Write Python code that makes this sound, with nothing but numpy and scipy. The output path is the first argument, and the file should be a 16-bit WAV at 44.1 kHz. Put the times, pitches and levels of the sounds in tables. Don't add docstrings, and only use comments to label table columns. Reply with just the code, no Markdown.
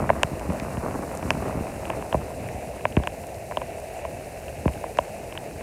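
import sys
import numpy as np
from scipy import signal
from scipy.fft import rfft, irfft
from scipy.io import wavfile
from scipy.ndimage import uniform_filter1d

SR = 44100
rng = np.random.default_rng(int(sys.argv[2]) if len(sys.argv) > 2 else 0)


def store_pcm(level_fs):
    pcm = np.round(np.clip(level_fs, -1, 1) * 32767).astype(np.int16)
    wavfile.write(sys.argv[1], SR, np.atleast_2d(pcm).T)


def amplitude_ratio(level_db):
    exponent = np.asarray(level_db, float) / 20
    return 10 ** exponent


N = 247842

# pitch in Hz, level in dB.
DEEP_ROAR_TONE = [(18, -38), (35, -3.5), (70, 4), (120, -9), (220, -30)]
# pitch in Hz, level in dB.
FLOOD_TONE = [(150, -45), (250, -25), (338, -8), (399, -5), (565, -1), (660, 2), (807, -7), (1230, -29.5),
              (1780, -20.5), (2630, -17.5), (3290, -35), (3600, -31.5), (4680, -41.5), (7920, -120)]
# pitch in Hz, level in dB.
RAIN_TONE = [(1940, -39), (3300, -26.5), (3920, 1), (4530, 1), (9310, 5), (15100, -5.5), (16000, -18)]
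# time in seconds, level in dB.
RAIN_STRENGTH = [(0.0, -52), (0.801, -51), (1.35, -50), (1.8, -51), (2.7, -52), (2.9, -53), (4.1, -52),
                 (5.62, -52)]
# pitch in Hz, level in dB.
WIND_TONE = [(25, -38), (45, -8.5), (70, 1.5), (160, -1), (320, -7), (600, -23), (1000, -36)]
# time in seconds, level in dB.
WIND_STRENGTH = [(0.0, -30), (0.12, -31), (0.3, -41.5), (0.74, -36.5), (1.0, -36.5), (1.24, -37),
                 (1.44, -31.5), (1.61, -39), (2.47, -40), (2.9, -44.5), (3.05, -43), (3.35, -46),
                 (4.32, -45), (5.62, -45)]
# pitch in Hz, level in dB.
RIM_TONE = [(300, -47), (500, -1), (900, -1.5), (1300, -8), (2000, -9), (3000, -46), (3600, -50)]
# pitch in Hz, width in Hz, level in dB.
COVER_BODY = [(691, 70, -8.5), (898, 270, -3)]
# pitch in Hz, width in Hz, level in dB.
COVER_SNAP = [(1620, 720, 2), (2700, 210, 10)]
# pitch in Hz, width in Hz, level in dB.
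COVER_FLEX = [(70, 21, 9), (150, 150, 1)]
# start in seconds, peak level in dB, pitch in Hz.
AIR_SPLASHES = [(0.2321, -16, 6900), (0.396, -36, 7100), (0.5332, -39, 9340), (0.599, -32.5, 4600),
                (1.1513, -33, 10100), (1.1738, -30, 7350), (1.3055, -20, 4750), (1.9004, -38, 8260),
                (2.4874, -40, 9700), (2.9667, -42, 5750), (3.0354, -43, 7470), (3.073, -33, 7740),
                (3.2695, -35, 9570), (3.345, -41, 4540), (3.5713, -40, 6140), (3.8003, -38, 9040),
                (4.9725, -36, 5120), (4.986, -36, 6870)]
# start in seconds, peak level in dB.
GUST_SLAPS = [(.172, -26), (.315, -22.5), (0.329, -22.5), (0.489, -17), (0.5, -17.5), (0.62, -22),
              (.775, -20), (1.25, -19), (1.347, -20.5), (1.552, -18.5), (1.57, -20.5), (1.606, -19.5),
              (2.543, -25)]
# start in seconds, peak level in dB, top pitch in Hz, delay of each tone in cycles.
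HEAVY_THUDS = [
    (0.241, -21, 200, 0.73),
    (2.146, -13.5, 412, 0.62),
    (2.166, -23.5, 150, 0.46),
    (2.969, -7, 436, 0.837),
    (2.998, -22.5, 300, 0.8),
    (3.573, -30, 400, .9),
    (4.656, -10, 454, 1.206),
    (4.691, -27, 300, .8),
    (4.761, -31, 201, 0.84),
    (4.988, -31, 400, 1.05),
]
# start in seconds, peak level of the snap in dB, softness in dB.
SMALL_DROPS = [(0.2712, -45, 13), (0.395, -32, -11), (0.4184, -40.5, 10), (0.4998, -34, 4.5),
               (0.7706, -31.5, 2), (0.9096, -34.5, 4.5), (1.3359, -31.5, -14), (1.4234, -40.5, 14),
               (1.4944, -47, 21.5), (1.5254, -43.5, 13.5), (1.6681, -35.5, 2), (1.9334, -41, 9.5),
               (2.0237, -32, 3), (2.143, -39.5, 26), (2.151, -44, 22.5), (2.3034, -44, 12.5),
               (2.809, -34, -7.5), (2.924, -32, -18), (2.9981, -44.5, 13), (3.2382, -36.5, -5),
               (3.612, -39, 1), (3.6163, -30, 5.5), (4.482, -31, -15), (4.6549, -38, 17), (4.69, -46, 12),
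               (4.7364, -31.5, -22), (4.8395, -39.5, 17.5), (5.037, -51, 8), (5.3527, -33.5, -1.5),
               (5.6096, -35, -3)]
# start in seconds, peak level of the snap in dB, pitch of the snap in Hz,
# softness in dB, knock in dB compared with the snap.
BIG_DROPS = [(0.0918, -31, 2090, 11, 10.5), (0.1005, -17, 2190, 9.5, -7), (0.2323, -6, 2800, -9.5, -10.5),
             (0.5995, -25, 2390, -23, -16), (1.2271, -29.5, 2390, -1, -25),
             (1.3051, -6.5, 2650, -11.5, -13), (1.8537, -25.5, 2620, -25, -17),
             (1.9012, -21, 2600, -0.5, -13), (2.1263, -22, 2960, -0.5, -7.5), (2.4877, -28, 2200, -20, -17),
             (2.853, -14, 2400, 0, -8), (2.9675, -15.5, 2600, -8.5, -18), (2.9738, -33, 2230, 6.5, 1),
             (3.036, -32, 3250, 2.5, -2), (3.0728, -16, 2700, -6.5, -10.5), (3.511, -30.5, 2230, 3, -14),
             (3.5204, -40, 2330, 11, 5), (3.571, -18, 2990, 0, -18), (4.0502, -29, 2400, 4.5, -20),
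             (4.679, -22, 2400, -1.5, -11.5), (4.972, -32.5, 2390, -7, -2.5),
             (4.9867, -15.5, 2820, 5.5, -10.5), (5.3245, -27.5, 2700, -7.5, -25),
             (5.3757, -20, 2960, -21, -15)]

GRAIN = 8192
TURN_S, TURN_LENGTH_S = 2.28, 0.35


def unit(x):
    return x / np.sqrt(np.mean(x ** 2))


def colour(x, table):
    hz, db = np.transpose(table)
    f = np.maximum(np.fft.rfftfreq(len(x), 1 / SR), 1)
    tone_db = np.interp(np.log(f), np.log(hz), db, left=-90, right=-90)
    return unit(irfft(rfft(x) * amplitude_ratio(tone_db), len(x)))


def walk(rate):
    hold = int(SR / rate)
    steps = np.repeat(rng.standard_normal(N // hold + 1), hold)
    smooth = uniform_filter1d(uniform_filter1d(steps, hold), hold)
    return unit(smooth[:N])


def patter(rate, scatter_db):
    chance, sign, size = rng.random((N, 3)).T
    height = amplitude_ratio(-scatter_db * np.log(size + 0.0087))
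    return (chance < rate / SR) * np.sign(sign - 0.5) * height


def flutter(table, rate, depth_db, grains, scatter_db, share):
    clicks = unit(patter(grains, scatter_db))
    source = colour(clicks * share + rng.standard_normal(N), table)
    spectrum = rfft(source)
    pitch = np.log2(np.maximum(np.fft.rfftfreq(N, 1 / SR), 1))
    swell = walk(rate)
    out = np.zeros(N)
    for octave in range(4, 15):
        window = np.cos(np.clip(pitch - octave, -1, 1) * np.pi / 2) ** 2
        part = irfft(spectrum * window, N)
        flicker = 0.74 * swell + 0.86 * walk(rate * 1.8)
        out += part * amplitude_ratio(depth_db * flicker)
    return unit(out)


def grain_pitches():
    return np.fft.rfftfreq(GRAIN, 1 / SR)


def modes(f, table):
    return sum(amplitude_ratio(db) * 1j * f * w / (hz ** 2 - f ** 2 + 1j * f * w) for hz, w, db in table)


def steep_mode(f, hz, width):
    return modes(f, [(hz, width, 0)]) ** 2


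def lowpass(f, hz, order):
    return 1 / (1 - (f / hz) ** 2 + 1.1j * f / hz) ** order


def splat(spectrum, f, turns):
    phase = turns * np.log(f / 4150 + 1e-9) * (f < 4000)
    wave = irfft(spectrum * np.exp(-2j * np.pi * phase), GRAIN)
    return wave / np.abs(wave).max()


def add(out, s, wave):
    i = int(s * SR)
    out[i:i + len(wave)] += wave[:len(out) - i]


def flood(turned):
    rush = amplitude_ratio(-36.5 - 0.5 * turned) * flutter(FLOOD_TONE, 18, 1.36, 600, 3.4, 0.38)
    roar = amplitude_ratio(-46.5) * flutter(DEEP_ROAR_TONE, 11, 1.2, 50, 3.3, 0.29)
    return rush + roar


def rain_hiss(t):
    rain_db = np.interp(t, *np.transpose(RAIN_STRENGTH))
    return amplitude_ratio(rain_db + 0.8) * flutter(RAIN_TONE, 45, 0.8, 800, 3, 0.45)


def wind_buffet(wind_db):
    return amplitude_ratio(wind_db + 2.5) * flutter(WIND_TONE, 22, 2.4, 150, 0.98, 0.37)


def spray_slaps():
    f = grain_pitches()
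    dull = lowpass(f, 1220, order=2) * 1j * f / (165 + 1j * f) / (110 + f) ** 0.68
    chirp = splat(dull, f, 0.907)
    slaps = patter(170, 2.8) * amplitude_ratio(2.5 * walk(16))
    return unit(signal.fftconvolve(slaps, chirp)[:N])


def rim(wind_db, turned):
    rim_db = -39.5 + 0.39 * (wind_db + 39) - 14.5 * turned
    whistle = amplitude_ratio(rim_db - 6) * flutter(RIM_TONE, 24.67, 0.97, 200, 1.1, 0.94)
    return whistle + amplitude_ratio(rim_db + 2.5) * spray_slaps()


def drizzle():
    f = grain_pitches()
    ringing = modes(f, COVER_SNAP) + amplitude_ratio(-18) * modes(f, COVER_BODY)
    chirp = splat(ringing * lowpass(f, 2500, order=3), f, 1.32)
    return amplitude_ratio(-57) * unit(signal.fftconvolve(patter(45, 1.4), chirp)[:N])


def air_splashes():
    out, f = np.zeros(N), grain_pitches()
    for s, db, hz in AIR_SPLASHES:
        splash = steep_mode(f, hz, 0.91 * hz) * lowpass(f, 11000, order=2)
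        add(out, s, amplitude_ratio(db + 9) * splat(splash, f, 0))
    return out


def cover_bends():
    out, f = np.zeros(N), grain_pitches()
    gusts = [(s, db, 315, 0.555) for s, db in GUST_SLAPS]
    for s, db, hz, turns in HEAVY_THUDS + gusts:
        flex = (0.87 + modes(f, COVER_FLEX)) * lowpass(f, 1.19 * hz, order=2)
        rumble_cut = (1j * f / (41 + 1j * f)) ** 3
        thud = amplitude_ratio(db) * splat(flex * rumble_cut / (60 + f) ** 0.5, f, turns)
        add(out, s, thud)
        for sign in (1, -1):
            late_s = 0.00676 + 0.033 * rng.random()
            weaker_db = -18 - 7.2 * rng.random()
            add(out, s + late_s, sign * amplitude_ratio(weaker_db) * thud)
    return out


def cover_drops():
    out, f = np.zeros(N), grain_pitches()
    damping = lowpass(f, 3670, order=3)
    small = []
    for s, db, soft_db in SMALL_DROPS:
        snap_hz = 2540 * (1 + 0.06 * rng.standard_normal())
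        small.append((s, db, snap_hz, soft_db, -11.5 + 0.55 * soft_db))
    for s, db, snap_hz, soft_db, knock_db in BIG_DROPS + small:
        turns = np.clip(0.55 + 0.04 * soft_db, 0.15, 1.2)
        snap = splat(steep_mode(f, snap_hz, 850) * damping, f, turns)
        knock = -splat(steep_mode(f, 1600, 520) * damping, f, turns)
        ring = splat(steep_mode(f, 990, 250) * damping, f, turns)
        body = -splat(steep_mode(f, 620, 220) * damping, f, turns)
        ring_db = -0.5 + 0.82 * soft_db
        blow = snap + amplitude_ratio(knock_db + 5.5) * knock
        blow = blow + amplitude_ratio(ring_db + 1) * ring + amplitude_ratio(soft_db + 3) * body
        add(out, s, amplitude_ratio(db) * blow)
    return out


def scene():
    t = np.arange(N) / SR
    wind_db = np.interp(t, *np.transpose(WIND_STRENGTH))
    turned = 0.5 + 0.5 * np.tanh((t - TURN_S) / TURN_LENGTH_S)
    background = flood(turned) + rain_hiss(t) + wind_buffet(wind_db) + rim(wind_db, turned)
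    on_cover = drizzle() + air_splashes() + cover_bends() + cover_drops()
    return (background + on_cover)[None]


def roll_off(x):
    return signal.sosfilt(signal.butter(12, 16800, fs=SR, output="sos"), x)


def record(dry):
    rounded = np.tanh(1.1 * dry) / 1.1
    treble_cut = signal.ellip(8, 0.2, 60, 16000, fs=SR, output="sos")
    mix = signal.sosfilt(treble_cut, rounded)
    return roll_off(mix)


dry = scene()
out = record(dry)
store_pcm(out)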